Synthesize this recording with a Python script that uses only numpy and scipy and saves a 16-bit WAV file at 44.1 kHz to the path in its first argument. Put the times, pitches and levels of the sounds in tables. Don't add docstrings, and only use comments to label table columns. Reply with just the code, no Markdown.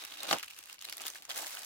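import sys
import numpy as np
from scipy import signal
from scipy.fft import rfft, irfft, next_fast_len
from scipy.io import wavfile
from scipy.ndimage import uniform_filter1d

SR = 44100
rng = np.random.default_rng(int(sys.argv[2]) if len(sys.argv) > 2 else 0)


def materialize(psi):
    bounded = np.clip(np.atleast_2d(psi).T, -1, 1)
    quanta = np.round(bounded * 32767).astype(np.int16)
    wavfile.write(sys.argv[1], SR, quanta)


def ratio(d):
    e = np.asarray(d, float) / 20
    return 10 ** e


N = 72765

# (time [s], peak [dB], patch [Hz], treble
# share [dB])
STICKER_JERKS = [(0.2325, -30, 3760, 14.5), (0.291, -29, 3850, -11), (0.3058, -39, 3700, -19),
                 (0.3129, -23, 825, -40), (0.312, -20, 3960, -6), (0.3147, -33, 1200, -29),
                 (0.329, -22, 775, 0.5), (0.329, -22.5, 2920, -10), (0.3341, -25.5, 5650, -16),
                 (0.3441, -31.5, 1130, -20), (0.3351, -26.5, 1000, -25), (0.362, -38, 930, -22),
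                 (.3122, -25.5, 1650, -7), (.3292, -23, 1880, -8), (1.3065, -41.5, 730, -20),
                 (1.4315, -41, 760, -20)]
# (time [s], peak [dB], patch [Hz], treble
# share [dB])
SINGLE_SNAPS = [(0.0386, -42.5, 3660, 5), (0.0504, -35, 6000, 8), (0.0881, -63, 2840, -22),
                (0.1003, -49, 3540, -15), (0.12, -43, 3080, -9), (0.1227, -42.5, 3070, -17.5),
                (0.1393, -44, 3730, -3), (0.1727, -42, 2830, 2), (0.209, -41.5, 3900, -1),
                (0.3854, -33.5, 2830, 4), (0.4299, -34, 2750, -1), (0.4347, -35, 1430, -15),
                (0.4445, -40.8, 6800, 6), (0.4822, -41.5, 2600, -3), (0.5034, -43, 2930, 3),
                (0.5093, -40.5, 2900, 4.5), (0.5345, -48, 2885, -13), (0.565, -48, 2780, 2),
                (0.57, -54, 3014, 2), (0.5872, -43.5, 8400, 4), (0.59, -40, 2650, 7),
                (0.6387, -43.5, 6850, 6), (0.6582, -45, 2700, 6), (0.67, -54, 6200, 12),
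                (0.6982, -41.5, 2680, -7), (0.7287, -38.5, 5100, 8), (0.7837, -50, 2570, -11.5),
                (0.7918, -45, 5030, -19),
                (0.809, -48, 4005, -7), (0.8134, -40, 6500, -6), (0.8239, -39.5, 3720, 7),
              (0.852, -33.5, 4000, 0), (0.878, -51, 2600, -16), (0.8878, -39, 3700, -14),
              (0.8978, -34.5, 4800, 7), (0.9259, -33.5, 3670, 5), (0.9344, -42, 4950, -7),
              (0.9701, -35.5, 12700, 3), (0.981, -36.5, 4100, 7), (0.9997, -40, 2780, -18),
              (1.0186, -36, 6900, 3), (1.038, -58, 7019, -9), (1.039, -39, 2920, -33),
              (1.055, -38, 3960, -6), (1.0675, -29, 3440, 7), (1.0811, -30, 3900, 8),
              (1.1021, -35.5, 5700, 5), (1.137, -47, 3570, -13), (1.1568, -40, 1770, -18),
              (1.2005, -54, 990, -1), (1.223, -42, 3020, 4), (1.2527, -40.5, 6200, 0),
              (1.307, -32.5, 3250, -11), (1.3611, -34, 1550, 2), (1.378, -29, 9600, 20),
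              (1.5505, -35.5, 8350, 17), (1.571, -39, 3150, -17), (1.633, -39, 4651, 7),
                (1.299, -35, 3300, 1),
    (1.39, -34.5, 8050, 12),
    (1.41, -43, 8400, -6),
    (1.422, -37, 8240, -2),
    (1.429, -39, 11100, 6),
                (.0064, -47, 3550, -17), (0.011, -45, 5500, -2), (0.0247, -47, 5080, 7),
               (.0385, -43, 1600, -8), (0.051, -44, 1330, -22), (0.0744, -51, 2970, -10),
               (.1877, -47, 3620, -4), (0.205, -39, 3870, -8), (.2535, -46, 3790, -8),
               (.2743, -43, 3830, -6), (0.3971, -38, 2860, -2), (0.46, -48, 2710, 15),
               (0.4797, -47, 2640, -10), (.5462, -50, 5990, -6), (0.578, -48, 1260, -2),
               (.6075, -50, 2840, 7), (0.6285, -46.5, 2580, -1), (0.7104, -49, 2480, 3),
               (0.744, -47, 1770, 1), (0.836, -49, 3920, -2), (0.8444, -41.5, 3950, -6),
               (0.8481, -38, 1930, 6), (.8877, -45.5, 1920, -19), (0.902, -44, 2800, -2),
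               (.926, -37, 1900, -14), (1.0067, -41.5, 1200, -8), (1.167, -50, 3270, -1),
               (1.1845, -48, 2780, -10), (1.233, -53, 8440, 3), (1.3153, -33.5, 2900, -23),
               (1.3462, -44, 8500, 0), (1.3875, -37.5, 1880, -9), (1.4456, -39.5, 1620, -21),
               (1.4693, -38, 12000, 3), (1.475, -52, 1800, -2), (1.5157, -42, 1470, 3),
               (1.5448, -40, 1470, 5), (1.5705, -39, 1560, -14), (1.5924, -37, 8500, 5),
               (1.62, -44, 4300, -7), (1.648, -37.5, 7000, 7)]
# (time [s], rustle [dB], slack, i.e. whole-sheet flap [dB], crispness [dB])
SHEET_MOTION = [(0, -49, 4.5, -2), (0.148, -51.5, 3, 0), (.24, -45, 7.5, -6), (.3, -38.5, 8.5, 0.5),
                (0.329, -37, 19.5, 1.5), (0.385, -46, 2, -6.5), (.48, -57.5, -5, 1), (.56, -58, -0.5, 2.5),
                (0.743, -54.5, 0.5, -0.5), (0.777, -65.5, -22, -3), (.83, -53, 3.5, 2.5),
                (.96, -52, 3.5, -1), (1.04, -50.5, 6.5, 2), (1.13, -56, 4.5, 4), (1.278, -57.5, 4, -2.5),
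                (1.343, -46, 6, 1.5), (1.42, -47, 10.5, 6), (1.65, -48, 3.5, 0.5)]
# (start [s], hold [s], boost [dB])
FOLD_FLURRIES = [(0.425, 0.0098, 6), (0.495, 0.011, 6), (0.572, 0.011, 5.5), (0.826, 0.0046, -3),
                 (1.005, 0.008, 10.5), (1.05, 0.039, 7.5), (1.146, 0.017, 9.5), (1.291, 0.018, 14.5),
                 (1.365, 0.027, 5.5), (1.459, 0.015, 5.5), (1.503, 0.018, 2), (1.583, 0.0083, 1)]
# (frequency [Hz], level [dB per Hz])
PAPER_SPECTRUM = [(90, -36), (200, -23), (330, -10), (480, -13), (800, -4.5), (2200, -4.5), (3700, -3.5),
                  (16000, -9.5)]
# (frequency [Hz], width [Hz], level [dB])
BOX_MODES = [(328, 25, 6.5), (745, 190, -4), (1145, 64, 0.5)]
# (frequency [Hz], level [dB per Hz])
AIR_SPECTRUM = [(20, -15), (65, -5.5), (150, -12), (600, -11.5), (16000, -62)]

AIR_DB = -75.5
GRAINS, GRAIN_SPREAD_DB, CLUSTER_DB = 2600, 2, 1.7
GRAIN_RISE_S, GRAIN_FALL_S, GRAIN_Q, GRAIN_RING_DB = 0.00032, 0.0017, 2.24, 5.5
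FLAP_HZ, FLAP_DB, FLAP_FLUTTER_DB, FLAP_FOLLOWS = 810, -17, 5.5, 0.67
RAISED_S, RAISED_HZ = 1.29, 444
GAP_HZ, GAP_WIDTH_HZ, GAP_DB, GAP_OPENS_S = 2750, 350, 3.5, 0.95
STICKER_HZ, STICKER_WIDTH_HZ, STICKER_DB, STICKER_FREE_S = 3770, 250, 5.5, 0.35
ROOM_T60_S, ROOM_TOP_HZ, ROOM_DB = 0.065, 6500, -9.5
SNAP_RISE_S, SNAP_FALL_S, SNAP_Q, SNAP_RING_DB, SNAP_DB = 0.001, 0.0014, 5, 9, 1
SNAP_LOW_HZ, CLICK_HZ = 1000, 5000
TEAR_RISE_S, TEAR_FALL_S, TEAR_Q, TEAR_RING_DB, TEAR_DB = 0.0016, 0.0021, 4.5, 14, -1.5
BOX_DB, THUMP_DB = 2, -53
FLURRY_RISE_S, FLURRY_FALL_S = 0.0025, 0.024
ALIKE, LAG_S, LAG_SPREAD_S, RIGHT_DB = 0.26, 0.00008, 0.00004, 0.63
MIC_TOP_HZ = 16000
SIZE = 1024
F = np.arange(SIZE // 2 + 1) * SR / SIZE + 1e-3
T = np.arange(N) / SR


def curve(table, f):
    hz, db = np.array(table).T
    return ratio(np.interp(np.log(f), np.log(hz), db))


def colour(x, gain):
    n = next_fast_len(N)
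    f = np.arange(n // 2 + 1) * SR / n + 1e-3
    return irfft(rfft(x, n) * gain(f), n)[..., :N]


def ring(f, hz, q):
    return 1 / (1 + 1j * q * (f / hz - hz / f))


def unit(x):
    return x / np.sqrt(np.mean(x ** 2))


def walk(rate):
    k = int(SR / rate)
    held = np.repeat(rng.standard_normal(N // k + 1), k)
    return 0.85 * uniform_filter1d(held, k)[:N]


def crease_body():
    return curve(PAPER_SPECTRUM, F) / np.sqrt(1 + (SNAP_LOW_HZ / F) ** 4)


def snaps(at, db, hz, treble_db, rise, fall, q, ring_db, body, click):
    count, start = len(at), SIZE // 4
    shared, left, right = rng.standard_normal((3, count, SIZE))
    t = (np.arange(SIZE) - start) / SR
    fall = fall * ratio(0.5 * rng.standard_normal((count, 1)))
    env = np.exp(-np.where(t < 0, (t / rise) ** 2, t / fall))
    same = np.sqrt(ALIKE + (1 - ALIKE) / (1 + (F / 150) ** 2))
    own = np.sqrt(1 - same ** 2)
    common = same * rfft(shared * env)
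    spec = np.array([common + own * rfft(noise * env) for noise in (left, right)])
    energy = np.sum(env ** 2, axis=1, keepdims=True)
    onset = np.exp(-2j * np.pi * F * start / SR) / (1 + 1j * F / CLICK_HZ)
    spec += click * np.sqrt(energy) * onset
    shelf = ratio(treble_db[:, None] / (1 + (5000 / F) ** 2))
    spec = spec * body * (shelf + ratio(ring_db) * ring(F, hz[:, None], q))
    lag = LAG_S + LAG_SPREAD_S * rng.standard_normal((count, 1))
    spec[1] *= np.exp(-2j * np.pi * F * lag)
    pair = irfft(spec, SIZE)
    rms = np.sqrt(np.mean(pair ** 2, axis=(0, 2)) / np.mean(env ** 2, axis=1))
    pair *= (ratio(db) / rms)[:, None]
    out = np.zeros((2, N + 2 * SIZE))
    place = (at * SR).astype(int)[:, None] + np.arange(SIZE)
    for ch in range(2):
        np.add.at(out[ch], place, pair[ch])
    return out[:, start:start + N]


def room_air():
    mid, side = rng.standard_normal((2, N))
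    side = colour(side, lambda f: 0.66 + 0.27 / (1 + (500 / f) ** 2))
    pair = mid + side * np.array([[1], [-1]])
    return ratio(AIR_DB) * unit(colour(pair, lambda f: curve(AIR_SPECTRUM, f)))


def tiny_snaps():
    when, strength, pitch, tilt = rng.random((4, GRAINS))
    at = when * N / SR
    at[:10] *= 0.003
    db = -GRAIN_SPREAD_DB * np.log(strength + 0.03)
    db += CLUSTER_DB * walk(69.74)[(at * SR).astype(int)]
    hz = 900 * 9 ** pitch
    return unit(snaps(at, db, hz, 6 * (tilt - 0.5), GRAIN_RISE_S, GRAIN_FALL_S,
                      GRAIN_Q, GRAIN_RING_DB, crease_body(), 0))


def sheet_flap():
    mid, side = rng.standard_normal((2, N))
    pair = mid + 0.86 * side * np.array([[1], [-1]])
    flap = colour(pair, lambda f: curve(PAPER_SPECTRUM, f) / (1 + (f / FLAP_HZ) ** 4))
    deep = colour(flap, lambda f: 1 / (1 + (f / RAISED_HZ) ** 6))
    flap = unit(flap - 0.69 * deep * (T > RAISED_S))
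    return flap * ratio(FLAP_DB + FLAP_FLUTTER_DB * walk(60))


def sheet_rustle():
    grains = tiny_snaps()
    high = colour(grains, lambda f: 1 / (1 + (5500 / f) ** 4))
    times, *motions = np.array(SHEET_MOTION).T
    level, slack, crisp = (ratio(np.interp(T, times, db)) for db in motions)
    burst = flurry_gain()
    crackle = burst * (grains + (crisp - 1) * high)
    return level * (crackle + burst ** FLAP_FOLLOWS * slack * sheet_flap())


def resonance(x, hz, width_hz, db, until):
    fade = 1 / (1 + np.exp((T - until) / 0.0062))
    return (ratio(db) - 1) * fade * colour(x, lambda f: ring(f, hz, hz / width_hz))


def room_echo(paper):
    t = np.arange(SR // 4) / SR
    diffuse = rng.standard_normal((2, len(t))) + 0.48 * rng.standard_normal(len(t))
    echo = diffuse * ratio(-60 * t / ROOM_T60_S) * (t > 0.002)
    echo = ratio(ROOM_DB) * echo / np.sqrt(np.sum(echo ** 2, axis=1, keepdims=True))
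    wet = signal.fftconvolve(paper, echo, axes=1)[:, :N]
    return colour(wet, lambda f: 1 / (1 + 1j * f / ROOM_TOP_HZ))


def crease_snaps():
    at, db, hz, treble = np.array(SINGLE_SNAPS).T
    return snaps(at, db + SNAP_DB, hz, treble + 4, SNAP_RISE_S, SNAP_FALL_S,
                 SNAP_Q, SNAP_RING_DB, crease_body(), 0.57)


def sticker_tear():
    at, db, hz, treble = np.array(STICKER_JERKS).T
    modes = sum(ratio(d) * ring(F, f, f / width) for f, width, d in BOX_MODES)
    box = 1 + ratio(BOX_DB) * np.abs(modes)
    body = box * F ** 2 / (F ** 2 + 250 ** 2) / np.sqrt(1 + (F / 3500) ** 2)
    return snaps(at, db + TEAR_DB, hz, treble + 8, TEAR_RISE_S, TEAR_FALL_S,
                 TEAR_Q, TEAR_RING_DB, body, 0.85)


def box_thump():
    t = T - 0.333
    push = np.exp(-np.where(t < 0, t / 0.023, t / 0.032) ** 2)
    thump = colour(rng.standard_normal(N), lambda f: ring(f, 138, 0.83))
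    return ratio(THUMP_DB) * push * unit(thump)


def flurry_gain():
    db = np.zeros(N)
    for start, hold, boost_db in FOLD_FLURRIES:
        corners = np.cumsum([start, FLURRY_RISE_S, hold, FLURRY_FALL_S])
        db += np.interp(T, corners, [0, boost_db, boost_db, 0])
    return ratio(db)


def scene():
    sheet = sheet_rustle() + crease_snaps()
    paper = sheet + sticker_tear() + box_thump()
    paper += resonance(sheet, GAP_HZ, GAP_WIDTH_HZ, GAP_DB, GAP_OPENS_S)
    paper += resonance(sheet, STICKER_HZ, STICKER_WIDTH_HZ, STICKER_DB, STICKER_FREE_S)
    return paper + room_echo(paper) + room_air()


def band_limit(x):
    return signal.sosfilt(signal.butter(12, 16970, fs=SR, output="sos"), x)


def record(dry):
    heard = colour(dry, lambda f: 0.02 + 0.98 / (1 + (f / MIC_TOP_HZ) ** 90))
    balance = ratio(np.array([[-RIGHT_DB], [RIGHT_DB]]) / 2)
    return band_limit(heard * balance)


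dry = scene()
out = record(dry)
materialize(out)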